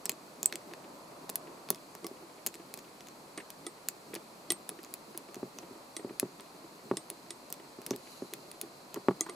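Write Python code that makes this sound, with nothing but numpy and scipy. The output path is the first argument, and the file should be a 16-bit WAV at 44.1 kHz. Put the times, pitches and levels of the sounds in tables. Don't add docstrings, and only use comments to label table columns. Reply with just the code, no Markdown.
import sys
import numpy as np
from scipy import signal
from scipy.fft import rfft, irfft, next_fast_len
from scipy.io import wavfile
from scipy.ndimage import uniform_filter1d, map_coordinates

SR = 44100
rng = np.random.default_rng(int(sys.argv[2]) if len(sys.argv) > 2 else 0)


def log_audio(samples):
    frames = np.atleast_2d(samples).T
    limited = np.clip(frames, -1, 1)
    pcm = np.round(limited * 32767).astype(np.int16)
    wavfile.write(sys.argv[1], SR, pcm)


N = 412335
HIT_S = np.arange(8192) / SR
HIT_HZ = np.fft.rfftfreq(len(HIT_S), 1 / SR)

# t/s, level/dB, brightness/(dB/octave), resonance f/Hz, resonance/dB,
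# relative thud energy/dB
CLICKS = [(.0559, -9, 4, 7970, 13.5, -16), (.061, -25.5, -3.5, 5060, 20.5, -19),
          (.0945, -1, 0.5, 7850, 6, -10.5), (.1176, -22, 0, 7400, 14, -40),
          (.43, -9.5, 3, 7160, 17.5, -13.5), (.4586, -2.5, 4.5, 8000, 20, -19),
          (.5253, -15, -6, 4000, 6, -16), (.5565, -13.5, -2.5, 7740, 12, -26),
          (.7364, -25.5, -7.5, 4580, 1, -19), (1.2937, -15, -4.5, 7200, -5, -13.5),
          (1.2986, -10, 5.5, 8600, 2, -18), (1.3568, -8, 2.5, 11340, 14.5, -32),
          (1.688, -25, -5.5, 4400, 8, -17), (1.7038, 1, 6.5, 10850, 4, -2),
          (1.7467, -23, -0.5, 5400, 8, -38), (1.9515, -22, 0.5, 7200, 2, -17.5),
          (2.067, -15, 3.5, 5240, 11, -20), (2.464, -3.5, 2, 11200, 4, -14.5),
          (2.4684, -7.5, 3, 11400, 6, -49), (2.4725, -13, 2, 6900, 14, -16.5),
          (2.5417, -22, -3.5, 5300, 3, -42), (2.74, -13.5, 1, 10740, 3, -19.5),
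          (2.7753, -23, .5, 8000, 6, -20), (3.0072, -29.5, -6, 5800, 6, -22),
          (3.071, -31, -2.5, 6800, 12, -39), (3.5034, -18, 0.5, 11400, 4, -26),
          (3.8865, -2.5, 2.5, 7150, 5, -22), (4.142, -17, 2, 9800, 6, -21),
          (4.152, -14.5, 0, 10300, 9, -25), (4.5202, -6, 1.5, 11000, 12, -14),
          (4.692, -13, .5, 10400, 14, -17), (4.8315, -28, 2.5, 11200, 8, -22),
          (4.9396, -10.5, 3, 11000, 3, -25), (5.176, -13.5, 5, 10700, 10.5, -20.5),
          (5.3446, -21.5, -3.5, 7300, 11, -22), (5.5866, -23.5, -4, 6000, 17, -18.5),
          (6.1979, -2, 2, 10600, 10, -44), (6.398, -33, -10.5, 6930, -2, -22),
          (7.1013, -13.5, 1.5, 10000, 11, -18.5), (7.5024, -23.5, 4, 7600, 13, -19),
          (7.5258, -9.5, 5, 5600, 3, -26), (7.8176, -26.5, 0, 11600, 7, -23),
          (7.8644, -12, 0, 10350, 11, -44), (7.9079, -14.5, -2, 6170, 17, -22),
          (7.9616, -19, 2.5, 7400, 4, -37), (8.3368, -11.5, 0, 14400, 1, -29),
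          (8.515, -22.5, -0.5, 9600, 12.5, -42), (8.6136, -9.5, 2.5, 10300, 7, -24),
          (8.9433, -14, .5, 6500, 6, -15.5), (9.2088, -11.5, 3, 6600, 23, -40)]
# f/Hz, relative level/dB, t60/s
LOCK_MODES = [(197, -13.5, 0.13), (334.3, 4.5, 0.094), (397, 4.5, 0.038), (687, -1.5, 0.04),
              (1172, -1, 0.064), (2037, -2.5, 0.045), (2250, -9, 0.051)]


def amp(db):
    return 10 ** (np.asarray(db) / 20)


def unit(x):
    return x / np.sqrt(np.mean(x ** 2) + 1e-20)


def unit_energy(x):
    return x / (np.linalg.norm(x) + 1e-20)


def decay(t60_s):
    return amp(-60 * HIT_S / t60_s)


def onset(rise_s):
    return 1 - np.exp(-HIT_S / rise_s)


def along(points, hz):
    f, v = np.transpose(points)
    return np.interp(np.log(hz + 1), np.log(f + 1), v)


def wobble(knots_per_s):
    knots = rng.standard_normal(int(N * knots_per_s / SR) + 4)
    return map_coordinates(knots, [np.arange(N) * knots_per_s / SR])


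def swell(peak_s, rise_s, fall_s, height_db):
    return height_db * np.interp(np.arange(N) / SR - peak_s, [-rise_s, 0, fall_s], [0, 1, 0])


def add(track, s, x):
    i = max(0, round(s * SR))
    fade = np.clip(2 - 2.5 * np.arange(len(x)) / len(x), 0, 1)
    track[i:i + len(x)] += (fade * x)[:max(0, N - i)]


def filtered(x, response):
    m = next_fast_len(N + SR // 2)
    return irfft(rfft(x, m) * response(np.fft.rfftfreq(m, 1 / SR)), m)[..., :N]


def coloured(x, gain):
    cepstrum = irfft(np.log(np.maximum(gain, 1e-6)))
    cepstrum[1:len(x) // 2] *= 2
    cepstrum[len(x) // 2 + 1:] = 0
    return irfft(rfft(x) * np.exp(rfft(cepstrum)))


def no_bass(x, low_hz=120):
    return signal.lfilter(*signal.butter(5, low_hz, "high", fs=SR), x)


def burst(t60_s, tail_db, tail_t60_s):
    shape = (decay(t60_s) + amp(tail_db) * decay(tail_t60_s)) * onset(.0001)
    z = rfft(shape * rng.standard_normal(len(HIT_S)))
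    smooth_power = uniform_filter1d(np.abs(z) ** 2, size=450)
    return irfft(z / np.sqrt(np.abs(smooth_power) + 1e-12))


def ring(modes, phase=0):
    hz, db, t60_s = np.transpose(modes)[:, :, None]
    db = db + 1.2 * rng.standard_normal(db.shape)
    return np.sum(amp(db) * decay(t60_s) * np.cos(2 * np.pi * hz * HIT_S + phase), axis=0)


def rush(spectrum):
    # f/Hz, correlation (0-1)
    likeness = [(60, 0.63), (130, 0.95), (290, 0.92), (640, 0.54), (1410, 0), (3100, 0), (6820, 0.6),
                (15000, 0.54)]

    def mid_side_gain(hz):
        angle = np.arccos(np.clip(along(likeness, hz), -1, 1)) / 2
        return amp(along(spectrum, hz)) * np.array([np.cos(angle), np.sin(angle)])

    mid, side = filtered(rng.standard_normal((2, N)), mid_side_gain)
    return unit(np.array([mid + side, mid - side]))


def background():
    # f/Hz, relative level/(dB per Hz)
    rumble_colour = [(20, -36), (60, -14), (85, -15), (135, -4.5), (300, 2), (450, -1), (600, 2.5),
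                     (800, -1), (1000, 1), (1300, -4), (1700, -15), (3000, -26.5), (8000, -33)]
    hiss_colour = [(300, -6), (1600, 0.5), (2550, 2.5), (2900, -3), (3700, -2), (4400, 4), (5300, -3),
                   (8400, -2.5), (8850, -7.5), (9100, -15), (9800, -2.5), (12000, -8), (15000, -11.5),
                   (15900, -32)]
    skin_colour = [(30, -26), (80, -47), (140, -2.5), (250, -1.5), (390, -1), (500, -6), (1200, -32),
                   (4000, -29)]
    slide_colour = [(1000, -25), (2000, -5), (2900, 5), (3400, -9), (4050, 12.5), (5000, -1), (7000, 3),
                    (9100, -10), (10300, 3), (14000, -9), (16000, -25)]
    sizzle_colour = [(3300, -60), (3950, -6), (4230, -4.5), (4450, -8), (4750, -10.0), (5200, -14), (6500, -56)]
    # peak t/s, rise/s, fall/s, height/dB
    rumble_swell = (1.42, 1.7, 0.37, 3.8)
    skin_slide = (8.1, 0.28, 0.8, 24)

    rumble = amp(-54.5 + swell(*rumble_swell) + 0.34 * wobble(7)) * rush(rumble_colour)
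    hiss = amp(-59) * rush(hiss_colour)
    growth_db = 1.0 * np.arange(N) / SR
    sizzle = amp(-74.5 + growth_db + wobble(18)) * rush(sizzle_colour)
    skin = amp(-62 + 4.3 * wobble(25)) * rush(skin_colour)
    slide = amp(-80 + swell(*skin_slide) + 1.6 * wobble(40)) * rush(slide_colour)
    return rumble + hiss + sizzle + skin + slide


def room(x):
    # f/Hz, t60/s
    room_t60 = [(200, 0.016), (1500, 0.13), (6000, 0.1), (14000, 0.055)]
    hz, t, z = signal.stft(rng.standard_normal((2, SR // 4)), SR, nperseg=256)
    tail = signal.istft(z * amp(-60 * t / along(room_t60, hz)[:, None]), SR, nperseg=256)[1]
    late = np.pad(x, (round(.002 * SR), 0))
    return signal.fftconvolve(late[None], tail / np.linalg.norm(tail[0]), axes=1)[:, :N]


def thud(cut_hz, dull_hz=900):
    # f/Hz, relative level/dB, t60/s
    table_modes = [(145, -21, 0.34), (189, -14.5, 0.087), (267.6, -8.5, 0.036), (368, 1, 0.045),
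                   (533, -23.5, 0.033), (651, -14.5, 0.044), (809, -14, 0.045), (947, -10, 0.02),
                   (1128, -9.5, 0.028), (1770, -9, 0.0069)]
    # delay/s, gain
    returns = [(.0034, 0.46), (.0059, -0.55), (0.0248, .22)]
    soft = signal.butter(2, min(cut_hz, SR / 4), fs=SR)
    blow = no_bass(signal.lfilter(*soft, ring(table_modes)))
    dull = signal.lfilter(*signal.butter(1, dull_hz, fs=SR), blow)
    echoes = sum(gain * np.interp(HIT_S - delay_s, HIT_S, dull, left=0) for delay_s, gain in returns)
    return -unit_energy(blow + echoes)


def bumps(edge_db=-18):
    # t/s, level/dB, hardness as cut-off f/Hz
    blows = [(2.113, -17, 450), (5.366, -14.5, 450), (5.43, -6, 557), (5.71, -19, 450), (6.047, -7.5, 517),
             (6.108, -15.5, 600), (6.2296, -1.5, 570), (6.9131, 2.5, 940), (7.787, -16, 450),
             (7.9104, -1, 580), (7.95, -14, 500), (8.2219, -7.5, 554), (8.9724, -10.5, 663),
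             (9.085, 8.5, 1130)]
    out = np.zeros(N)
    for s, db, hard_hz in blows:
        noise = burst(t60_s=0.0036, tail_db=0, tail_t60_s=0.014)
        edge = coloured(noise, hard_hz / np.hypot(HIT_HZ, hard_hz))
        add(out, s, amp(db) * (thud(hard_hz) + amp(edge_db) * no_bass(edge)))
    return out


def creeps(count=20, body_db=-28.5, grit_db=-36.5):
    times_s = (np.arange(count) + rng.random(count)) / count * N / SR
    return [(s, body_db, grit_db) for s in times_s]


def shifts(rise_s=0.0032, t60_s=0.032, octaves=0.51):
    # t/s, body energy/dB, grit energy/dB
    slips = [(.538, -15.5, -28), (.710, -18.5, -31), (.841, -23, -31), (1.470, -19.5, -29),
             (2.222, -20.5, -38), (2.379, -26, -34), (2.548, -26, -40), (2.596, -20.5, -34),
             (3.379, -22, -19), (3.400, -29, -20.5), (4.133, -14.5, -20.5), (4.158, -14, -20.5),
             (4.71, -19, -44), (4.788, -20, -27.5), (5.145, -20, -28), (5.285, -22, -33),
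             (5.63, -21.5, -32), (5.992, -17, -30), (6.092, -18, -30), (6.64, -21.5, -39),
             (7.107, -21, -36), (7.596, -22.5, -30), (7.931, -17, -24), (8.069, -30, -29),
             (8.327, -19, -42), (8.631, -15.5, -33), (8.958, -11.5, -18), (9.107, -22, -17),
             (9.262, -20, -17), (9.287, -17, -18.5)]
    turn_s, grit_hz, turning_grit_hz = 8.9, 2070, 1060
    out = np.zeros(N)
    stroke = onset(rise_s) * decay(t60_s)
    damped = signal.butter(2, 650, fs=SR)
    for s, body_db, grit_db in list(slips) + creeps():
        hz = grit_hz if s < turn_s else turning_grit_hz
        grains = stroke * rng.standard_normal(len(HIT_S)) * rng.exponential(size=len(HIT_S))
        shaken = signal.fftconvolve(grains, ring(LOCK_MODES))[:len(HIT_S)]
        body = signal.lfilter(*damped, shaken)
        grit = coloured(grains, 1 / (1 + (np.log2((HIT_HZ + 1) / hz) / octaves) ** 2))
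        add(out, s, amp(body_db) * unit_energy(body) + amp(grit_db) * unit_energy(grit))
    return out


def scrape(count=16, level_db=-37, spread_db=3):
    out = np.zeros(N)
    stroke = onset(.003) * decay(.03)
    for when, size, tone in rng.random((count, 3)):
        colour = 1 / (1 + (2 * np.log2((HIT_HZ + 1) / 2200) - tone) ** 4)
        rasp = unit_energy(coloured(stroke * rng.standard_normal(len(HIT_S)), colour))
        add(out, when * N / SR, amp(level_db + spread_db * (2 * size - 1)) * rasp)
    return out


def gripped(modes, detune=0.027):
    return [(hz * (1 + detune * rng.standard_normal()), db, t60_s) for hz, db, t60_s in modes]


def pins(steel_db=-21):
    # t/s, crack energy/dB, relative ring/dB, lock body energy/dB
    snaps = [(2.0443, -20.5, -41, -10.5), (3.376, -18, -23, -12.5), (3.6658, -15, -19, -13.5),
             (4.5034, -2, -3.5, -7), (5.966, -12.5, -17.5, -17.5), (6.9699, -9.5, -16, -16),
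             (7.3057, -14, -21.5, -21), (9.2084, -22, -11.5, -9.5), (9.295, -20.5, -23, -13)]
    # f/Hz, gain/dB
    crack_colour = [(60, -69), (400, -2), (1200, -17.5), (2200, -9), (3400, 0.5), (4800, -1.5),
                    (6500, -2.5), (10000, 0), (11200, -13.5), (15000, -21)]
    # f/Hz, relative level/dB, t60/s
    steel_modes = [(1977, -5, 0.047), (3330, -3.5, 0.027), (3930, -11.5, 0.046), (5500, -38, .03),
                   (8339, -9, 0.11), (8520, -4.5, 0.12), (9300, -5, 0.055), (9920, 5, 0.023),
                   (11320, -23, .05)]
    out = np.zeros(N)
    for s, crack_db, ring_db, body_db in snaps:
        noise = burst(t60_s=0.012, tail_db=-12.5, tail_t60_s=0.029)
        crack = unit_energy(coloured(noise, amp(along(crack_colour, HIT_HZ))))
        steel = ring(steel_modes) * onset(0.0012)
        body = unit_energy(ring(gripped(LOCK_MODES), phase=-np.pi / 2) * onset(0.0013))
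        add(out, s, amp(crack_db) * crack + amp(ring_db + steel_db) * steel + amp(body_db) * body)
    return out


def sideways(x, lead_rad=1.0, centre_hz=1800, pan_db=-1):
    sides = np.array([[.5], [-.5]])

    def lead(hz):
        return lead_rad / (1 + np.log2((hz + 1) / centre_hz) ** 4)

    return filtered(x, lambda hz: np.exp(1j * sides * lead(hz))) * amp(sides * pan_db)


def contact():
    return burst(t60_s=.0011, tail_db=-17, tail_t60_s=.011)


def push(hz=720, t60_s=0.0037):
    return unit_energy(no_bass(np.sin(2 * np.pi * hz * HIT_S) * decay(t60_s)))


def touches(count=22):
    min_delay_s, max_delay_s = 0.0028, .016
    low_hz, high_hz = 4500, 9500
    level_db, spread_db, slope_db, resonance_db, thud_db = -28.5, 1, -1.5, 13, -36
    rows = []
    for which, delay, size, place in rng.random((count, 4)):
        firm_s = CLICKS[int(which * len(CLICKS))][0]
        s = firm_s + min_delay_s + delay * (max_delay_s - min_delay_s)
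        hz = low_hz + place * (high_hz - low_hz)
        db = level_db + spread_db * (2 * size - 1)
        rows.append((s, db, slope_db, hz, resonance_db, thud_db))
    return rows


def pick(width_hz=600, low_hz=1850, thud_db=-3, push_db=-3, blade_db=-14):
    # f/Hz, relative level/dB, t60/s
    blade_modes = [(2090, -10.5, 0.039), (2563, 1, 0.038), (3500, 9, 0.012), (4225, -1, 0.043),
                   (5030, 2.5, 0.028)]
    out = np.zeros(N)
    radiation = 1 / np.sqrt(1 + (low_hz / (HIT_HZ + 300)) ** 10)
    for s, db, slope_db, hz, peak_db, body_db in list(CLICKS) + touches():
        tilt = amp(slope_db * np.log2(np.maximum(HIT_HZ, 2000) / 8000))
        hump = np.sqrt(1 + amp(peak_db) ** 2 / (1 + ((HIT_HZ - hz) / width_hz) ** 2) ** 2)
        strike = contact() + amp(blade_db) * unit_energy(ring(blade_modes))
        add(out, s, amp(db) * coloured(strike, tilt * hump * radiation))
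        through_hands = amp(thud_db) * thud(cut_hz=2540) + amp(push_db) * push()
        add(out, s, amp(body_db) * through_hands)
    return out


def scene():
    ticks = pick() + scrape()
    lock = no_bass(pins() + shifts())
    table = bumps()
    reflected = room(amp(-14.5) * (ticks + lock) + amp(-26) * table)
    return ticks + sideways(lock) + table + reflected + background()


def record(dry):
    return filtered(dry, lambda hz: amp(along([(14800, 0), (16400, -22)], hz)) * (hz < 16500))


dry = scene()
out = record(dry)
log_audio(out)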